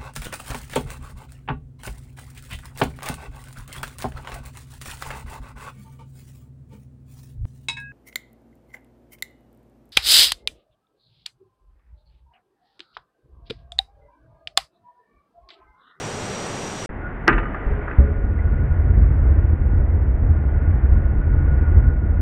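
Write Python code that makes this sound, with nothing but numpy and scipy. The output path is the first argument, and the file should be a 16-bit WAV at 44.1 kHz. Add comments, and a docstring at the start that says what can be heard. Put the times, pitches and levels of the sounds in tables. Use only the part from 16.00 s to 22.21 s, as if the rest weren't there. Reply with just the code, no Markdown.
"""Lighting a propane forge

Outdoors, a turbulent gas jet hisses; the sound cuts out for an instant and returns muffled.
The mixture ignites with a sharp pop and sputters, ringing the steel shell, then catches with a low
whoomp. Unsteady combustion drives the air resonance of the open firebox in a steady rumble, while air
drawn through the burner tube whistles faintly. One light metallic tink sounds as the flame grows."""
import sys
import numpy as np
from scipy.fft import rfft, irfft, next_fast_len
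from scipy.io import wavfile
from scipy.ndimage import uniform_filter1d, map_coordinates

SR = 44100
rng = np.random.default_rng(int(sys.argv[2]) if len(sys.argv) > 2 else 0)


def store_wav(level_fs):
    """Save 16-bit WAV to argv[1]."""
    pcm = np.round(np.clip(np.atleast_2d(level_fs), -1, 1) * 32767)
    wavfile.write(sys.argv[1], SR, pcm.T.astype(np.int16))


N = 273861


def amp(db):
    """Amplitude ratio of a level in decibels."""
    return 10 ** (np.asarray(db) / 20)


def unit(x):
    """Normalisation to rms 1."""
    return x / np.sqrt(np.mean(x ** 2) + 1e-20)


def contour(rows):
    """Linear interpolation of (t/s, value) rows at every sample."""
    return np.interp(np.arange(N) / SR, *np.transpose(rows))


def wobble(rate):
    """Smooth random modulation with rate knots a second."""
    return map_coordinates(rng.standard_normal(int(N * rate / SR) + 4), [np.arange(N) * rate / SR])


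def filtered(x, response):
    """Linear filtering: the spectrum of x times a frequency response."""
    size = next_fast_len(N + SR // 2)
    return irfft(rfft(x, size) * response(np.fft.rfftfreq(size, 1 / SR)), size)[:N]


def colour(points):
    """Frequency response through (f/Hz, level/dB) points on a logarithmic frequency axis."""
    f, db = np.transpose(points)
    return lambda hz: amp(np.interp(np.log(hz + 1), np.log(f + 1), db))


def resonances(hz, modes):
    """Superposed resonance peaks, given as (f/Hz, half-width/Hz, level/dB)."""
    return sum(amp(db) / (1 + ((hz - centre) / width) ** 2) for centre, width, db in modes)


def noise(response):
    """Gaussian noise shaped by a frequency response, at rms 1."""
    return unit(filtered(rng.standard_normal(N), response))


def even(x, span):
    """Division by the running rms levels out swells slower than span seconds."""
    size = max(int(span * SR), 2)
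    return x / np.sqrt(np.abs(uniform_filter1d(uniform_filter1d(x ** 2, size), size)) + 1e-9)


def since(onset):
    """Seconds elapsed after the onset, zero before it."""
    return np.maximum(np.arange(N) / SR - onset, 0)


def decay(t, attack, t60):
    """Transient envelope: a quick rise, then an exponential fall of 60 dB in t60 seconds."""
    return (1 - np.exp(-t / attack)) * amp(-60 * np.minimum(t / t60, 3))


def ringing(onset, modes, attack):
    """Free vibration: one damped sine for each (f/Hz, level/dB, t60/s) mode."""
    t = since(onset)
    return sum(amp(db) * decay(t, attack, t60) * np.sin(2 * np.pi * hz * t) for hz, db, t60 in modes)


def power_sum(*amplitudes):
    """Incoherent sources add in power; returns their joint amplitude."""
    return np.sqrt(sum(a ** 2 for a in amplitudes))


# Spectrum of the unlit gas: f/Hz, relative level/dB
JET_SPECTRUM = [(20, -9), (65, -10.5), (100, 0.5), (200, -1.5), (275, -5.5), (420, -3), (660, -7),
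                (1600, -13.5), (4700, -22), (8200, -24), (10200, -39), (13000, -51), (15600, -75.5)]
# Nozzle resonances: f/Hz, half-width/Hz, relative level/dB
NOZZLE_MODES = [(3390, 31, -15), (5784, 67, 0), (6630, 120, -14.5), (7230, 120, -14), (8150, 86, -9),
                (11500, 510, -34)]

def gas_jet(hiss_db=-30, nozzle_db=-43):
    """Turbulence in the cold gas radiates broadband noise and excites narrow nozzle resonances."""
    hiss = amp(hiss_db + 0.38 * wobble(12)) * noise(colour(JET_SPECTRUM))
    return hiss + amp(nozzle_db) * noise(lambda hz: resonances(hz, NOZZLE_MODES))


# Spectrum of the air drawn through the burner: f/Hz, relative level/dB
AIR_SPECTRUM = [(30, -3), (150, 2), (260, -3.5), (420, 0.5), (700, -2), (1100, -5), (1500, -4),
                (2000, -6.5), (2400, -16), (2900, -26), (3500, -36), (4300, -55.5), (6000, -80.5)]
# Strength of that airflow: t/s, relative level/dB
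AIRFLOW = [(0.9, -43), (1.7, -39.5), (1.98, -40.5), (2.2, -47), (2.5, -45), (3.42, -45.5), (3.58, -47.5),
           (4.2, -47.5), (4.85, -45), (5.1, -47.0), (5.72, -44), (6.0, -49.5), (6.2, -47)]

def draught(gain_db=4.5):
    """Flow noise: air rushes through the burner tube."""
    return amp(contour(AIRFLOW) + gain_db + 0.26 * wobble(30)) * noise(colour(AIR_SPECTRUM))


# The tube's tone comes and goes: t/s, level/dB
WHISTLE_LEVEL = [(0.9, -70), (1.06, -38.5), (1.16, -55.5), (2.0, -46.5), (2.75, -46), (3.05, -55.5),
                 (3.75, -51.5), (4.1, -59), (4.62, -45), (4.8, -53), (5.0, -47), (5.22, -48.5),
                 (5.42, -43.5), (5.85, -45.5), (6.2, -49.5)]

def whistle(pitch_hz=1448, half_width_hz=21, waver_db=2.5):
    """Flow noise excites one resonance of the burner tube, giving an airy, wavering tone."""
    tone = noise(lambda hz: resonances(hz, [(pitch_hz, half_width_hz, 0)]) * colour(AIR_SPECTRUM)(hz))
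    return amp(contour(WHISTLE_LEVEL) + waver_db * wobble(17)) * even(tone, span=0.059)


# Part of the flame that burns steadily at the nozzle: t/s, share (0-1)
SETTLED_SHARE = [(1.6, 0.12), (2.0, 0.6), (2.4, .85), (2.9, 1)]
# Spectra of the loose flame, the settled flame and the flutter: f/Hz, relative level/dB
LOOSE_SPECTRUM = [(10, -13), (22, -5.5), (44, 3), (70, -5), (98, -12.5), (120, -5.5), (150, -13),
                  (220, -29), (500, -92.5)]
SETTLED_SPECTRUM = [(10, -33.5), (24, -12), (42, -1), (64, 0.5), (84, 1), (96, -5.5), (104, -26.5),
                    (118, -10.5), (140, -12.5), (168, -27), (220, -27.5), (500, -101)]
FLUTTER_SPECTRUM = [(100, -33), (175, -5.5), (208, 3), (240, -6.5), (272, 0), (295, -4), (325, -3.5),
                    (400, -9), (520, -12), (750, -18), (1200, -28.5), (3000, -79)]

def flame(coupling=0.12):
    """Uneven burning drives the firebox's air resonance, which rises in pitch as the flame settles."""
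    steady, loose = steady_burn(), flares(t60=0.85)
    blast = decay(since(IGNITION_S), attack=0.0066, t60=0.8)  # air stirred up by the ignition
    # the constant first terms are the unlit stream
    rumble_gain = power_sum(amp(-31), amp(-26) * blast, amp(-15.5) * loose, amp(-14.5) * steady)
    flutter_gain = power_sum(amp(-38.5), amp(-22) * blast, amp(-32) * loose, amp(-34.5) * steady ** 0.55)
    settled = np.clip(contour(SETTLED_SHARE), 0, 1)
    loose_rumble = np.sqrt(1 - settled) * noise(colour(LOOSE_SPECTRUM))
    settled_rumble = np.sqrt(settled) * noise(colour(SETTLED_SPECTRUM))
    rumble = even(loose_rumble + settled_rumble, span=0.057)
    # each surge of the flame also tears its edge into faster flutter
    flutter = unit(even(noise(colour(FLUTTER_SPECTRUM)), span=0.21) * np.exp(coupling * rumble))
    return rumble_gain * rumble + flutter_gain * flutter


# Modes of the firebox and its steel shell: f/Hz, relative level/dB, t60/s
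SHELL_MODES = [(119.6, -4, 0.61), (197, -9, 0.31), (325, -3.5, 0.45), (404.2, -5, 0.45), (790, -12, 0.073),
               (990, -12, .25), (1216, -5, 0.59), (1250, -8, 0.44), (1385, -2, 0.38), (1538, -5, 0.4),
               (1580, -11, 0.46), (1724, -3.5, 0.36), (1926, -7, 0.31), (1987, -4.5, 0.18),
               (2245, -10.5, 0.41), (2480, -17.5, 0.35), (2520, -18.5, 0.18), (2940, -27.5, 0.97)]

def shell_ring(t, rattle_hz=18):
    """Modal ringing of the shell; rattling makes each phase wander, broadening the mode by rattle_hz."""
    scatter = rng.standard_normal((len(SHELL_MODES), 2))
    walk = np.cumsum(rng.standard_normal((len(SHELL_MODES), len(t))), axis=1)
    drifts = uniform_filter1d(walk * np.sqrt(2 * np.pi * rattle_hz / SR), size=128, axis=1)
    ring = np.zeros(len(t))
    for (hz, db, t60), (offset_db, half_turns), drift in zip(SHELL_MODES, scatter, drifts):
        phase = 2 * np.pi * hz * t + np.pi * half_turns + drift
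        ring += amp(db + offset_db) * decay(t, 0.0035, t60) * np.sin(phase)
    return ring


# The ignition and its sputters: t/s, level/dB, burst t60/s, relative ring level/dB, cutoff f/Hz
IGNITION_POPS = [(1.2732, -19.5, 0.046, -29.5, 3000), (1.2800, -5.5, 0.1, -14.5, 5010),
                 (1.3260, -17.5, 0.1, -19.5, 5040), (1.3790, -19, 0.097, -16, 5030),
                 (1.4289, -27, 0.086, -16.5, 2230), (1.4545, -26, 0.069, -13, 1780),
                 (1.5457, -20, 0.042, -15.5, 1740), (1.8781, -21.5, 0.053, -14.5, 1733),
                 (1.9113, -23.5, 0.04, -18, 2800)]
# Spectrum of a pop: f/Hz, relative level/dB
POP_SPECTRUM = [(100, -15), (300, 0.5), (520, -10.5), (800, -8.5), (1100, -0.5), (1400, 3.5), (2000, -0.5),
                (2200, -16.5), (2600, -7), (3100, -26), (4000, -39.5), (5500, -58.5), (8000, -90.5)]

def pops():
    """Impulsive excitation: each short noise burst sets the shell ringing; weak pops are duller."""
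    t = np.arange(SR) / SR
    out = np.zeros(N + SR)
    for onset, db, t60, ring_db, cutoff_hz in IGNITION_POPS:
        ring = amp(ring_db) * shell_ring(t)
        burst = even(noise(colour(POP_SPECTRUM)), span=0.005)[:SR] * decay(t, 0.001, t60)
        pop = filtered(burst + ring, lambda hz: 1 / np.sqrt(1 + (hz / cutoff_hz) ** 10))[:SR]
        out[round(onset * SR):][:SR] += amp(db) * pop * np.minimum(t / 0.00044, 1)
    return out[:N]


IGNITION_S = 1.2793
# Modes of the burner mouth: f/Hz, level/dB, t60/s
MOUTH_MODES = [(363, -14, 0.11), (880, -4, 0.017), (1410, 2, 0.013), (1780, -0.5, 0.01), (2740, -8, 0.0067),
               (4583, -11, 0.0052), (5120, -4, 0.0036)]

def crack():
    """Heavily damped oscillation: the flame front leaves the burner in a few violent pressure swings."""
    return -ringing(IGNITION_S, MOUTH_MODES, attack=0.00037)


# Pockets of gas that flare up: t/s, level/dB, f/Hz, t60/s
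GAS_POCKETS = [(1.336, -14, 41.6, 0.7), (1.665, -6.5, 42, 0.1), (1.711, -8.5, 48, 0.16),
               (1.9853, 2, 68, 0.13)]

def whoomps():
    """Cavity resonance: a pocket of gas burns at once and the air in the firebox swings a few times."""
    return -sum(ringing(onset, [(hz, db, t60)], attack=0.00096) for onset, db, hz, t60 in GAS_POCKETS)


def flares(t60):
    """Envelope of the loose flame: the pockets flare up and burn out, adding in power."""
    return power_sum(*(amp(db) * decay(since(onset), 0.008, t60) for onset, db, _, _ in GAS_POCKETS))


# Air modes of the firebox: f/Hz, half-width/Hz, relative level/dB
FIREBOX_MODES = [(214.7, 4.2, 3), (415, 8.6, 2), (560, 13, -9)]

def standing_waves(gain_db=-27):
    """While the flame still roams the firebox it excites standing waves between the walls."""
    waves = noise(lambda hz: resonances(hz, FIREBOX_MODES) * colour(AIR_SPECTRUM)(hz))
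    return amp(gain_db) * flares(t60=0.83) * even(waves, span=0.072)


# Strongest surges of the settled flame: t/s, gain/dB, half-length/s
FLAME_SURGES = [(3.003, 5.5, 0.091), (3.269, 3.5, 0.07), (3.421, 5, 0.037), (3.529, 5, .025),
                (3.79, 3.5, 0.04), (4.304, 5, 0.031), (4.651, 3.5, 0.062), (4.901, 7.5, 0.056),
                (5.31, 5, .03), (5.776, 7, 0.031), (5.868, 5, 0.023)]

def steady_burn(catch_s=1.94, grow_s=0.33, puff_hz=14, puff_db=3.5, puff_fade_s=1, flicker_db=1.9):
    """Amplitude modulation of the flame: it grows in puffs, follows the draught, surges and flickers."""
    t, age = np.arange(N) / SR, since(catch_s)
    flow_db = contour(AIRFLOW)
    air_db = 0.45 * (flow_db - np.median(flow_db))
    puffing_db = puff_db * np.exp(-age / puff_fade_s) * np.sin(2 * np.pi * puff_hz * age + wobble(6))
    surge_db = sum(db * np.exp(-((t - peak) / half) ** 2) for peak, db, half in FLAME_SURGES)
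    dips_db = -flicker_db * wobble(21) ** 2
    return (1 - np.exp(-age / grow_s)) * amp(air_db + puffing_db + surge_db + dips_db)


# Modes of a light metallic tink: f/Hz, level/dB, t60/s
TINK_MODES = [(1990, -31.5, 0.058), (2100, -39.5, 0.11), (2300, -46, 0.067)]

def tink(onset_s=2.388):
    """Free vibration of metal: three faint modes die away quickly."""
    return ringing(onset_s, TINK_MODES, attack=0.0012)


def scene(hiss_end_s=0.860, muffled_start_s=0.892):
    """Superposition of the sources, with an instant of silence between the hiss and the muffled rush."""
    before_gap = 1 - np.clip(since(hiss_end_s) / 0.00042, 0, 1)
    after_gap = np.clip(since(muffled_start_s) / 0.00089, 0, 1)
    burner = draught() + whistle() + flame() + standing_waves()
    return (before_gap * gas_jet() + after_gap * burner + pops() + crack() + whoomps() + tink())[None]


def record(dry, top_hz=15700):
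    """Saturation flattens the loudest peaks, and a band limit removes everything above top_hz."""
    return filtered(np.clip(dry[0], -1, 1), lambda hz: hz < top_hz)[None]


dry = scene()
out = record(dry)
store_wav(out)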